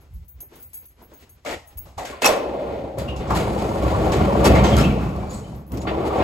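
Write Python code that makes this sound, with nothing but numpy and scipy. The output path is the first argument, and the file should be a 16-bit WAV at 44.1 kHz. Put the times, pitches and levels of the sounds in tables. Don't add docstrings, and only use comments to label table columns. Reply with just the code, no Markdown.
import sys
import numpy as np
from scipy import signal
from scipy.fft import rfft, irfft, next_fast_len
from scipy.io import wavfile
from scipy.ndimage import uniform_filter1d, map_coordinates

SR = 44100
rng = np.random.default_rng(int(sys.argv[2]) if len(sys.argv) > 2 else 0)


def level_to_linear(level):
    exponent = np.asarray(level, float) / 20
    return 10 ** exponent


def to_wav(sig):
    pcm = np.clip(np.atleast_2d(sig), -1, 1) * 32767
    pcm = np.round(pcm).astype(np.int16)
    wavfile.write(sys.argv[1], SR, pcm.T)


N = 274743


def unit(x):
    return x / np.sqrt(np.mean(x ** 2) + 1e-20)


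def along(points, hz):
    f, v = np.transpose(points)
    return np.interp(np.log(hz + 1), np.log(f + 1), v)


def wobble(rate_hz):
    knots = rng.standard_normal(int(N * rate_hz / SR) + 4)
    return map_coordinates(knots, [np.arange(N) * rate_hz / SR])


def filtered(x, response):
    size = x.shape[-1]
    m = next_fast_len(size + 4096)
    return irfft(rfft(x, m) * response(np.fft.rfftfreq(m, 1 / SR)), m)[..., :size]


def resonances(modes, f):
    return sum(level_to_linear(2 * db) * (f * w) ** 2 / ((c * c - f * f) ** 2 + (f * w) ** 2 + 1) for c, w, db in modes)


def rush(spectrum, modes=(), bumps=1, size=N, sheet_db=0):
    sheet = level_to_linear(1.6 * sheet_db * np.tanh(rng.standard_normal(SR // 40)))

    def colour(f):
        smooth = np.sqrt(level_to_linear(2 * along(spectrum, f)) + resonances(modes, f))
        return smooth * np.interp(f / 30, np.arange(len(sheet)), sheet)

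    return unit(filtered(bumps * rng.standard_normal((2, size)), colour))


def add(track, s, sound):
    part = track[:, round(s * SR):round(s * SR) + sound.shape[1]]
    part += sound[:, :part.shape[1]]


def swells(s, db, t60, rise, hold=0):
    t = np.arange(0, N / SR + .002, .001)[:, None]
    before = np.maximum(s - t, 0) / np.abs(rise)
    after = np.maximum(t - s - np.abs(hold), 0) / np.maximum(t60, .02)
    power = level_to_linear(2 * (db - 60 * (before + after))).sum(axis=1)
    return np.interp(np.arange(N) / SR, t[:, 0], np.sqrt(power))


# frequency in Hz, t60 in s.
GARAGE_T60 = [(200, 0.51), (600, 0.91), (3500, 0.45), (10000, 0.38)]


def garage(x):
    hz, t, z = signal.stft(rng.standard_normal((2, SR // 2)), SR, nperseg=256)
    tail = signal.istft(z * level_to_linear(-60 * t / along(GARAGE_T60, hz)[:, None]), SR, nperseg=256)[1]
    return signal.fftconvolve(x, tail / np.linalg.norm(tail[0]), axes=1)[:, :N]


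# time in s, level in dB.
FOOTFALLS = [(0.0, -47.5), (0.11, -39.5), (0.16, -32), (0.36, -43.5), (0.66, -51), (1.32, -52),
             (1.52, -40.5), (1.77, -40.5), (1.87, -39), (1.98, -38.5), (2.09, -42), (3.2, -32)]
# time in s, level in dB, rustle over it in dB, t60 in s.
SCUFFS = [
    (0.0, -55.5, -11.5, 0.84),
    (0.404, -58.5, -6.5, 0.82),
    (0.54, -49, -7, 0.44),
    (0.734, -60, -2, 0.34),
    (1.02, -54, -11.5, 2),
    (1.235, -52.5, 0.5, 0.16),
    (1.83, -51.5, -8, 0.92),
    (1.53, -47, 4, 0.43),
    (1.865, -53, -6, .2),
]
QUIET_DB = (-56.5, -65.5, -70.5)
THUD_T60_S, SETTLE_S, BRUSH_S = 0.4, 0.14, 0.24


def walker():
    s, db = np.transpose(FOOTFALLS)
    when, scuff_db, rustle_db, t60 = np.transpose(SCUFFS)
    thud = swells(s, db, THUD_T60_S, SETTLE_S)
    soles = swells(when, scuff_db, t60, BRUSH_S)
    clothes = swells(when, scuff_db + rustle_db, t60, BRUSH_S)
    return [np.hypot(move, level_to_linear(quiet)) for move, quiet in zip((thud, soles, clothes), QUIET_DB)]


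# frequency in Hz, density in dB per Hz.
THUD = [(20, -21), (40, -3), (65, 7.5), (130, -5.5), (200, -19), (350, -52)]
SHUFFLE = [(100, -10), (250, -2), (600, -8.5), (1500, -15), (2500, -32.5)]
RUSTLE = [(900, -27), (2000, 4), (5000, -3.5), (9000, -9.5), (16000, -18.5)]
# time in s, peak in dB.
HEELS = [
    (0.409, -62),
    (0.43, -42),
    (0.519, -38.5),
    (1.018, -36.5),
    (1.119, -37),
    (1.224, -43),
]
HEEL_T60_S = 0.15


def walking():
    thud, shuffle, rustle = walker()
    scuff, t = wobble(29.58), np.arange(SR // 5) / SR
    track = thud * rush(THUD)
    track += shuffle * rush(SHUFFLE, bumps=level_to_linear(3.2 * scuff))
    track += rustle * rush(RUSTLE, bumps=level_to_linear(2.8 * scuff))
    for s, db in HEELS:
        tap = rush([(150, -17), (350, 8), (1100, -6.5), (1600, -40)], size=len(t), sheet_db=8.5)
        tap = level_to_linear(db - 8.0 - 60 * t / HEEL_T60_S) * tap
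        grit = level_to_linear(db - 25 - 60 * t / .03) * rush(RUSTLE, size=len(t))
        add(track, s - .002, tap + grit)
    return track


# time in s, peak in dB, low modes in dB, top modes in dB.
JINGLES = [(0.0094, -58, -13, -5), (0.1374, -52, -27, 2), (0.2448, -61, -17, 1), (0.2825, -50, -4, 3),
           (0.406, -33, -18, -15), (0.5566, -44.5, -10, -4), (0.601, -44, -11, 1), (0.6254, -40, -13, 2),
           (0.6639, -50, -21, -15), (0.69, -47, -16, -16), (0.734, -33, -12, -1), (0.77, -38.5, -13, -5),
           (0.7994, -46, -11, -3), (0.855, -37.5, -13.5, -10), (1.0231, -46.5, -22, -2),
           (1.1373, -51, -3, 6.5), (1.201, -51, -2, -15), (1.2942, -45, -6, -10), (1.6584, -57, -14, 3),
           (1.674, -44.5, -12, -15), (1.7746, -29.5, -21, 3), (5.558, -52, -16, -11),
           (5.5792, -55, -5, -11), (5.6665, -51, -17, -10), (5.7219, -48, -12, 4), (5.7728, -59, -6, -7)]
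KEY_HZ = [4600, 5850, 6530, 7730, 9150, 9620, 10090, 11320, 11640, 12400, 13280, 13710, 14300, 15080, 15310,
          15690]
# level in dB, t60 in s.
KEY_RING = [(-17, 0.098), (-24, .1), (0.5, 0.072), (-4, 0.091), (-6, 0.089), (-14, 0.1), (1, 0.068),
            (-1, 0.075), (-5, 0.041), (-22, .1), (-2, 0.18), (-4, 0.14), (-19, 0.13), (5.5, 0.2), (-14, .1),
            (-3, 0.19)]


def keys():
    track, t = np.zeros((2, N)), np.arange(SR // 5) / SR
    hz = np.array(KEY_HZ)[:, None]
    level_db, t60 = np.transpose(KEY_RING)[:, :, None]
    for s, db, low_db, top_db in JINGLES:
        size, detune = rng.standard_normal((2, len(hz), 1))
        part_db = np.where(hz < 8500, low_db, np.where(hz > 14700, top_db, 0))
        fade = level_to_linear(part_db + level_db + 3.6 * size - 60 * t / t60)
        ring = (fade * np.sin(2 * np.pi * hz * (1 + 0.0028 * detune) * t)).sum(axis=0)
        ring[:4] += 3.0 * np.array([1, -3, 3, -1])
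        spray = level_to_linear(-60 * t / 0.16) * rng.standard_normal((2, len(t))) * (rng.random(len(t)) < .03)
        spray[:, 0] = 1.54
        jingle = signal.fftconvolve(spray, ring[None], axes=1)[:, :len(t)]
        add(track, s - .001, level_to_linear(db - 15.5) * jingle * np.cos(np.pi / 2 * t / t[-1]))
    return track


# time in s, t60 in s, frequency in Hz, width in Hz,
# level in dB.
SQUEAKS = [(2.236, 0.045, 2590, 50, -12), (2.249, 0.046, 5620, 170, -13), (3.077, 0.27, 2794, 140, -31),
           (3.085, .15, 3800, 140, -47), (5.727, 0.35, 290, 38, -24), (3.296, 0.17, 1251, 215, -20.5),
           (2.243, 0.51, 1051, 173, -17), (2.97, 0.53, 560, 51, -26.5), (4.442, 0.073, 5550, 160, -24.5),
           (4.545, 0.19, 2170, 90, -22.5), (4.83, 0.2, 2660, 110, -23.5), (4.89, 1, 2620, 200, -37.5),
           (4.839, 0.16, 3080, 115, -29.5), (5.292, 0.4, 6900, 200, -41), (5.33, 0.29, 7800, 970, -40.5),
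           (5.321, 0.18, 4500, 300, -55), (5.435, 0.33, 3050, 45, -51), (5.2, .4, 2330, 50, -47),
           (5.31, 0.26, 1050, 90, -39), (5.0, 0.75, 1100, 190, -33.5), (4.44, .15, 1200, 105, -19.5),
           (1.985, .6, 2000, 90, -42), (4.58, 0.16, 2380, 140, -32), (4.64, 0.67, 3200, 170, -33),
           (4.44, 0.3, 800, 120, -17), (4.721, .2, 3150, 170, -27), (4.77, 0.27, 1350, 66, -21),
           (4.79, 0.072, 5300, 69, -30.5), (4.8, 0.11, 3100, 150, -27), (4.9, 0.077, 2300, 40, -35),
           (5.155, 0.088, 4480, 40, -52), (4.455, .3, 2620, 60, -26), (5.28, 0.29, 4650, 150, -54),
           (5.335, .2, 4200, 149.5, -48), (5.331, .1, 7750, 40, -42), (5.8, 0.072, 6850, 40, -42),
           (1.455, 0.052, 2210, 170, -30.5), (1.455, 0.05, 1355, 89, -30.5), (1.5, 0.12, 880, 91, -30),
              (1.52, 0.094, 1880, 130, -30.5), (1.52, .05, 700, 140, -31.5), (1.45, .05, 570, 90, -27),
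              (1.862, .08, 600, 90, -45), (1.862, .07, 1300, 120, -51), (1.976, .12, 770, 75, -27.5),
              (1.976, .1, 1020, 61, -32.5), (2.05, .25, 1600, 70, -40), (2.12, 0.23, 1050, 54, -35.5),
              (2.008, .15, 760, 120, -32), (2.038, 0.11, 740, 98, -33), (2.226, 0.09, 2600, 60, -18),
              (2.254, 0.036, 2586, 49, -10), (2.263, 0.023, 5700, 200, -16.5), (2.252, 0.18, 804, 70, -14),
              (2.282, 0.21, 620.5, 40, -11.5), (2.305, 0.27, 478, 45, -18.5)]
SLIP_RISE_S, SAG_PER_S = 0.012, 0.0303


def squeaks():
    track, t = np.zeros((2, N)), np.arange(SR // 2) / SR
    for s, t60, hz, width_hz, db in SQUEAKS:
        fade = level_to_linear(db - 60 * np.maximum(t - SLIP_RISE_S, 0) / t60)
        swell = np.minimum(t / SLIP_RISE_S, 1) * fade
        drift = np.cumsum(rng.standard_normal((2, len(t))), axis=1) * np.sqrt(2 * np.pi * width_hz / SR)
        add(track, s, swell * np.sin(2 * np.pi * hz * t * (1 - SAG_PER_S * t / 2) + drift))
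    return track


# time in s, peak in dB, knock in dB, edge in dB.
BOLT_CLANKS = [(1.451, -29, 4, -28.5), (1.4646, -27.5, 1, -36), (1.51, -26, 2.5, -28),
               (1.529, -23, -1, -27), (1.8569, -45, 6, -32), (1.981, -30, 10, -31.5),
               (2.0534, -22, -5, -30.5), (2.222, -4.5, 2, -30), (2.2467, 0, 5.5, -28.5),
               (2.263, -7.5, 8.5, -9.5), (2.276, -9, -15, -20), (2.6594, -43, 19, -20.5)]
# time in s, peak in dB, knock in dB, edge in dB.
HINGE_CLANKS = [(2.9873, -25, 8, -15), (3.164, -30.5, -5, -30.5), (3.275, -34.5, 4, -43),
                (3.3064, -32, 20.5, -40), (3.351, -21, -15, -19), (3.5877, -29, 1, -33),
                (3.7594, -28.5, 23, -22), (3.916, -37, 9, -27), (4.121, -17.5, 6.5, -33),
                (4.4445, -17, 5, -17), (4.5526, -22, 14, -31), (4.6406, -16, 7.5, -37.5),
                (4.769, -6.5, -4, -26), (4.8098, -20.5, 10.5, -32.5), (4.962, -46, -10, -18),
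                (5.029, -45, -10, -24), (4.996, -52, -4, -32), (5.093, -40, -10, -24),
                (5.164, -42, -10, -12), (5.2457, -43, 26, -21.5), (5.721, -24.5, -9, -21.5),
                (5.774, -26.5, -15, -28), (5.8175, -29, -14, -28), (5.877, -40.5, 9, -33),
                (6.0382, -51, 13, -24), (6.161, -35.5, 20, -31), (6.2058, -37, 16, -41)]
CLANK_T60_S, HARD_S_PER_DB, STRONG_S_PER_DB = 0.14, 0.07, -0.02


def clanks():
    track, t = np.zeros((2, N)), np.arange(SR // 5) / SR
    for s, db, knock_db, edge_db in BOLT_CLANKS + HINGE_CLANKS:
        t60 = CLANK_T60_S - HARD_S_PER_DB * (edge_db + 29.0) + STRONG_S_PER_DB * (db + 25.5)
        fade = level_to_linear(db - 13.5 - 60 * t / max(t60, .02)) * (1 - np.exp(-t / 0.00046))
        fade = fade * np.cos(np.pi / 2 * t / t[-1])
        bright = rush([(1200, -18), (2200, 1.0), (8000, -2.0), (10000, -36)], size=len(t), sheet_db=4.0)
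        edge = rush([(7000, -14.0), (9000, -0.5), (11500, -2.5), (16000, -19.0)], size=len(t))
        knock = rush([(150, -36), (400, -6.0), (700, 11.5), (1200, 5.5), (1800, -50)],
                     size=len(t), sheet_db=3.0)
        add(track, s - .002, fade * (bright + level_to_linear(edge_db + 21.5) * edge + level_to_linear(knock_db + 1) * knock))
    return track


# time in s, peak in dB, frequency in Hz.
BUMPS = [(2.947, -25, 460), (2.974, -18.5, 505), (3.02, -19.5, 525), (3.125, -25, 560), (3.208, -23.5, 750),
         (3.303, -14.5, 1002), (3.356, -18, 767), (3.476, -20, 557), (3.564, -15.5, 503), (3.624, -20, 511),
         (3.65, -17, 583), (3.699, -23, 580), (3.76, -12.5, 557), (3.835, -13.5, 519), (3.919, -13, 522),
         (4.019, -16, 638), (4.07, -9.5, 603), (4.28, -13, 416), (4.352, -10, 617), (4.446, -8, 511),
         (4.532, -9, 654), (4.636, -10.5, 745), (4.729, -12.5, 716), (4.805, -12.5, 635), (4.978, -19, 650),
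         (5.189, -25, 620), (5.234, -24, 754), (5.358, -29, 1037), (5.418, -38, 474), (5.445, -33, 563),
         (5.527, -31, 563), (5.729, -30, 401), (5.754, -29, 519), (5.783, -27, 401), (5.808, -26, 549),
         (5.854, -21, 674), (5.877, -21, 452), (5.913, -17, 641), (5.983, -16.5, 533), (6.006, -17, 410),
         (6.045, -16, 670), (6.107, -14, 716), (6.16, -16, 522), (6.204, -11.5, 471)]
BUMP_DB, BUMP_T60_S, BUMP_SPREAD = -6.5, 0.05, .35


def bumps():
    track, t = np.zeros((2, N)), np.arange(SR // 5) / SR
    for s, db, hz in BUMPS:
        near, turn = rng.standard_normal((2, 2, 4, 1))
        spread = BUMP_SPREAD * np.tanh(near[0]) * np.arange(4)[:, None] / 2
        ring = np.sin(2 * np.pi * hz * np.exp(spread) * t + 0.38 * turn).sum(axis=1)
        fade = level_to_linear(db + BUMP_DB - 60 * t / BUMP_T60_S) * (1 - np.exp(-t / 0.0012))
        add(track, s - .0015, fade * ring)
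    return track


def clatter(count, centre_hz, cycles):
    when, pitch = rng.random(count) * N, rng.standard_normal(count)
    size_db = 3 * np.minimum(rng.exponential(size=count), 3)[:, None]
    hz, t = centre_hz * np.exp(.5 * np.tanh(pitch))[:, None], np.arange(SR // 50) / SR
    ring = np.exp((2j * np.pi - np.log(1000) / cycles) * hz * t)
    tone = level_to_linear(size_db) * ring * np.sin(np.pi * t / t[-1]) ** .5
    where = (when.astype(int)[:, None] + np.arange(len(t))).ravel()
    return unit(np.array([np.bincount(where, part.ravel(), N)[:N] for part in (tone.real, tone.imag)]))


JOLT_RISE_S, GRIT_LASTS, FRAME_LASTS = 0.025, 0.57, 1.35


def jolted(s, hold, db, grit_db, t60, frame_db):
    shares = (frame_db, FRAME_LASTS), (0, 1), (grit_db, GRIT_LASTS)
    return np.array([swells(s, db + more_db, lasts * t60, JOLT_RISE_S, hold) for more_db, lasts in shares])


# time in s, shake in dB, panel sway in dB.
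HEAVE = [(2.3, -26, -53), (2.72, -26.5, -35.5), (2.95, -34, -41), (2.99, -36, -29), (3.275, -32.5, -32),
         (3.33, -25, -21.5), (3.77, -26, -27.5), (3.86, -23.5, -21.5), (4.07, -21, -17),
         (4.42, -19.5, -18.5), (4.52, -15.5, -13), (4.82, -25, -14), (5.28, -35, -29), (5.7, -51, -40),
         (5.735, -39, -28), (5.849, -34.5, -32.5), (5.88, -28.5, -30), (6.23, -20.5, -26.5)]
# time in s, hold in s, level in dB, t60 in s.
SLAM = (2, 0, -33.5, 0.6)
# time in s, hold in s, level in dB.
RUBS = [
    (3.336, 1.26, -48),
    (5.057, 0.494, -61),
]
# time in s, hold in s, level in dB, grit in dB, t60 in s.
THROWS = [
    (1.464, 0.081, -34, -11, .1),
    (1.981, .02, -43.5, -2, .6),
    (2.07, .04, -40, -5, .45),
    (2.225, 0.022, -26, -3, 0.066),
    (2.254, 0.015, -21, 1, 0.41),
]
# time in s, level in dB, grit in dB, t60 in s.
JOLTS = [(2.985, -40.5, 0, .4), (3.2, -45, -15, 1), (3.354, -30, -3, 0.62), (3.58, -40, -8, 1),
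         (3.77, -43, -9, 0.98), (3.88, -37, -7, .7), (4.125, -32, -12, 0.61), (4.447, -25, -2, 0.5),
         (4.555, -29, -18, 0.55), (4.64, -29.5, -16, 1), (4.778, -29, -2, 0.36), (5.31, -51.5, 6, 1),
         (5.874, -31.5, -31, 0.27), (6.055, -41.5, -5, 1), (6.2, -35, -31, .5)]
RATTLE_DB, RATTLE_GROWS, DOWN_DB = -45, 1.18, -2
RUB_RISE_S, RUB_T60_S, JOLT_HOLD_S = 0.18, 0.15, 0.012
THROW_FRAME_DB, JOLT_FRAME_DB = 3, 2.5


def drive(lifted):
    s, shake_db, sway_db = np.transpose(HEAVE)
    shake, sway = (np.interp(np.arange(N) / SR, s, c, left=-140) for c in (shake_db, sway_db))
    at, hold, db, t60 = SLAM
    frame = np.hypot(level_to_linear(shake), swells(at, db, t60, JOLT_RISE_S, hold))
    rollers = level_to_linear(RATTLE_DB + RATTLE_GROWS * (shake + 26) + DOWN_DB * ~lifted)
    start, drag, rub_db = np.transpose(RUBS)
    rub = swells(start, rub_db, RUB_T60_S, RUB_RISE_S, drag)
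    when, *shock = np.transpose(JOLTS)
    throws = jolted(*np.transpose(THROWS), THROW_FRAME_DB)
    jolts = jolted(when, JOLT_HOLD_S, *shock, JOLT_FRAME_DB)
    return level_to_linear(sway), *np.sqrt(np.array([frame, rollers, rub]) ** 2 + throws ** 2 + jolts ** 2)


# frequency in Hz, width in Hz, level in dB.
PANEL_MODES = [(66.4, 6.8, -0.5), (111.7, 12, -7.5), (139.3, 3.2, -5.5), (163.8, 6.8, -7.5),
               (191, 6.4, -7.5), (212.1, 4.1, -5.5)]
FRAME_MODES = [(319, 30, 5), (394, 12, -14), (515, 5.2, 5.5), (561.4, 13, 4), (700, 23, -16),
               (836, 20, -17), (1167, 40, -7), (1433, 40, -17)]
BOLT_MODES = [(257, 63, -7.5), (323, 20, -7), (440, 10, 3), (512, 7.1, 2), (557, 9.1, 6.5), (770, 42, -5),
              (800, 49, -10.5)]
TRACK_MODES = [(1950, 33, 2), (2200, 14, -3), (2265, 14, 1), (2460, 26, -3), (2600, 16, -5), (3100, 28, -8),
               (3530, 19, -4)]
# frequency in Hz, density in dB per Hz.
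BOOM = [(20, -48), (35, -53), (55, -11), (240, -17), (330, -19.5), (500, -117)]
DRUM = [(120, -62), (230, 1), (700, 1), (1350, -13), (1600, -33), (2600, -93)]
SHUT = [(120, -19), (230, -5), (600, 3), (900, -9.5), (1200, -22.5), (2600, -76)]
RATTLE = [(800, -27), (1400, 4), (1750, -1.5), (2500, -2), (3500, -7.5), (4500, -12), (6500, -45)]
HISS = [(2500, -8), (4200, 5), (5500, 1.5), (8000, 3), (11000, -1.5), (14000, -9), (16000, -11)]
LIFT_S = 2.972


def door():
    joints, grit, chatter = wobble(18), wobble(90), wobble(500)
    lifted = np.arange(N) / SR > LIFT_S
    boom_gain, frame_gain, roller_gain, rub_gain = drive(lifted)
    panels = rush(BOOM, PANEL_MODES, level_to_linear(1.2 * joints))
    raised = rush(DRUM, FRAME_MODES, level_to_linear(1.13 * joints + 1.24 * grit), sheet_db=2.5)
    down = rush(SHUT, BOLT_MODES, level_to_linear(0.95 * grit), sheet_db=1.0)
    loose = np.where(lifted, 1, .4) * clatter(count=1100, centre_hz=707.7, cycles=90)
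    frame = unit(np.where(lifted, raised, down) + level_to_linear(-5.5) * loose)
    rollers = rush(RATTLE, TRACK_MODES, level_to_linear(1.03 * joints + 0.51 * grit + 1.35 * chatter), sheet_db=3.0)
    rub = rush(HISS, bumps=level_to_linear(1.0 * joints + 1.6 * grit + 1.3 * chatter), sheet_db=5.0)
    return boom_gain * panels + frame_gain * frame + roller_gain * rollers + rub_gain * rub


def scene():
    hits, slips, jingle = clanks() + bumps(), squeaks(), keys()
    room = garage(level_to_linear(-14.5) * hits + level_to_linear(-13) * slips + level_to_linear(-13.0) * jingle)
    return room + walking() + jingle + slips + hits + door()


WEAK_DB, MASKED_DB, MASKED_SHARE, TOP_HZ = -7.5, -29, .5, 15850


def thinned(pair):
    hz, _, z = signal.stft(np.pad(pair, ((0, 0), (691, 0))), SR, nperseg=2048)
    power = uniform_filter1d(np.abs(z) ** 2, size=16, axis=1)
    narrow = uniform_filter1d(np.abs(z) ** 2, size=8, axis=1)
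    high = hz > 6000
    treble = power[:, high].sum(axis=(0, 1))
    attack = treble > 2.8 * np.roll(treble, 1)
    fading = treble < .6 * np.roll(treble, 4)
    patches = np.kron(rng.random((130, 140)) < MASKED_SHARE, np.ones((8, 2), bool))[:len(hz), :len(attack)]
    weak = (power < level_to_linear(2 * WEAK_DB) * power[::-1]) & high[:, None] & ~attack
    masked = narrow < level_to_linear(2 * MASKED_DB) * power[:, high].max(axis=(0, 1))
    weak |= masked & (hz > 2500)[:, None] & ~attack & patches
    weak |= (hz > 12200)[:, None] & fading & patches
    kept = z * ~weak * (hz < TOP_HZ)[:, None]
    return signal.istft(kept, SR, nperseg=2048)[1][:, 691:N + 691]


def top_cut(x):
    return signal.sosfilt(signal.butter(12, 16060, fs=SR, output="sos"), x)


# frequency in Hz, likeness from 0 to 1.
ALIKE = [(200, 1), (400, 0.84), (750, 0.57), (1500, 0.45), (6000, 0.27), (6650, 1), (7300, 0.65),
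         (8300, 0.27)]
# frequency in Hz, lead in radians.
LEAD = [(100, -0.29), (500, -0.17), (1500, -1.2), (2100, -0.13), (3500, -1.52), (5200, -0.15), (5900, 0.99),
        (7400, -0.079)]
# frequency in Hz, difference in dB.
LEFT = [(60, -1), (290, 0.5), (1400, 2), (3100, 1.5), (8000, 2)]


def record(dry):
    def path(hz):
        return 2 * np.pi * np.maximum(hz - 7100, 0) / 4830

    def split(hz):
        locked = np.where(hz < 8300, along(ALIKE, hz), .998 - .3 * np.sin(path(hz)) ** 4)
        turn = np.arccos(np.clip(locked, 0, 1)) / 2
        return np.array([np.cos(turn), np.sin(turn)])

    def port(hz):
        lead = along(LEAD, hz) + path(hz) - .4 * np.sin(2 * path(hz))
        return (level_to_linear(along(LEFT, hz) / 2) * np.exp(.5j * lead)) ** np.array([[1], [-1]])

    shared, apart = filtered(dry, split)
    ports = filtered(np.array([shared + apart, shared - apart]), port)
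    left, right = ports / (1 + np.abs(ports) ** 6) ** (1 / 6)
    mid, side = thinned(np.array([left + right, left - right]) / 2)
    return top_cut(np.array([mid + side, mid - side]))


dry = scene()
out = record(dry)
to_wav(out)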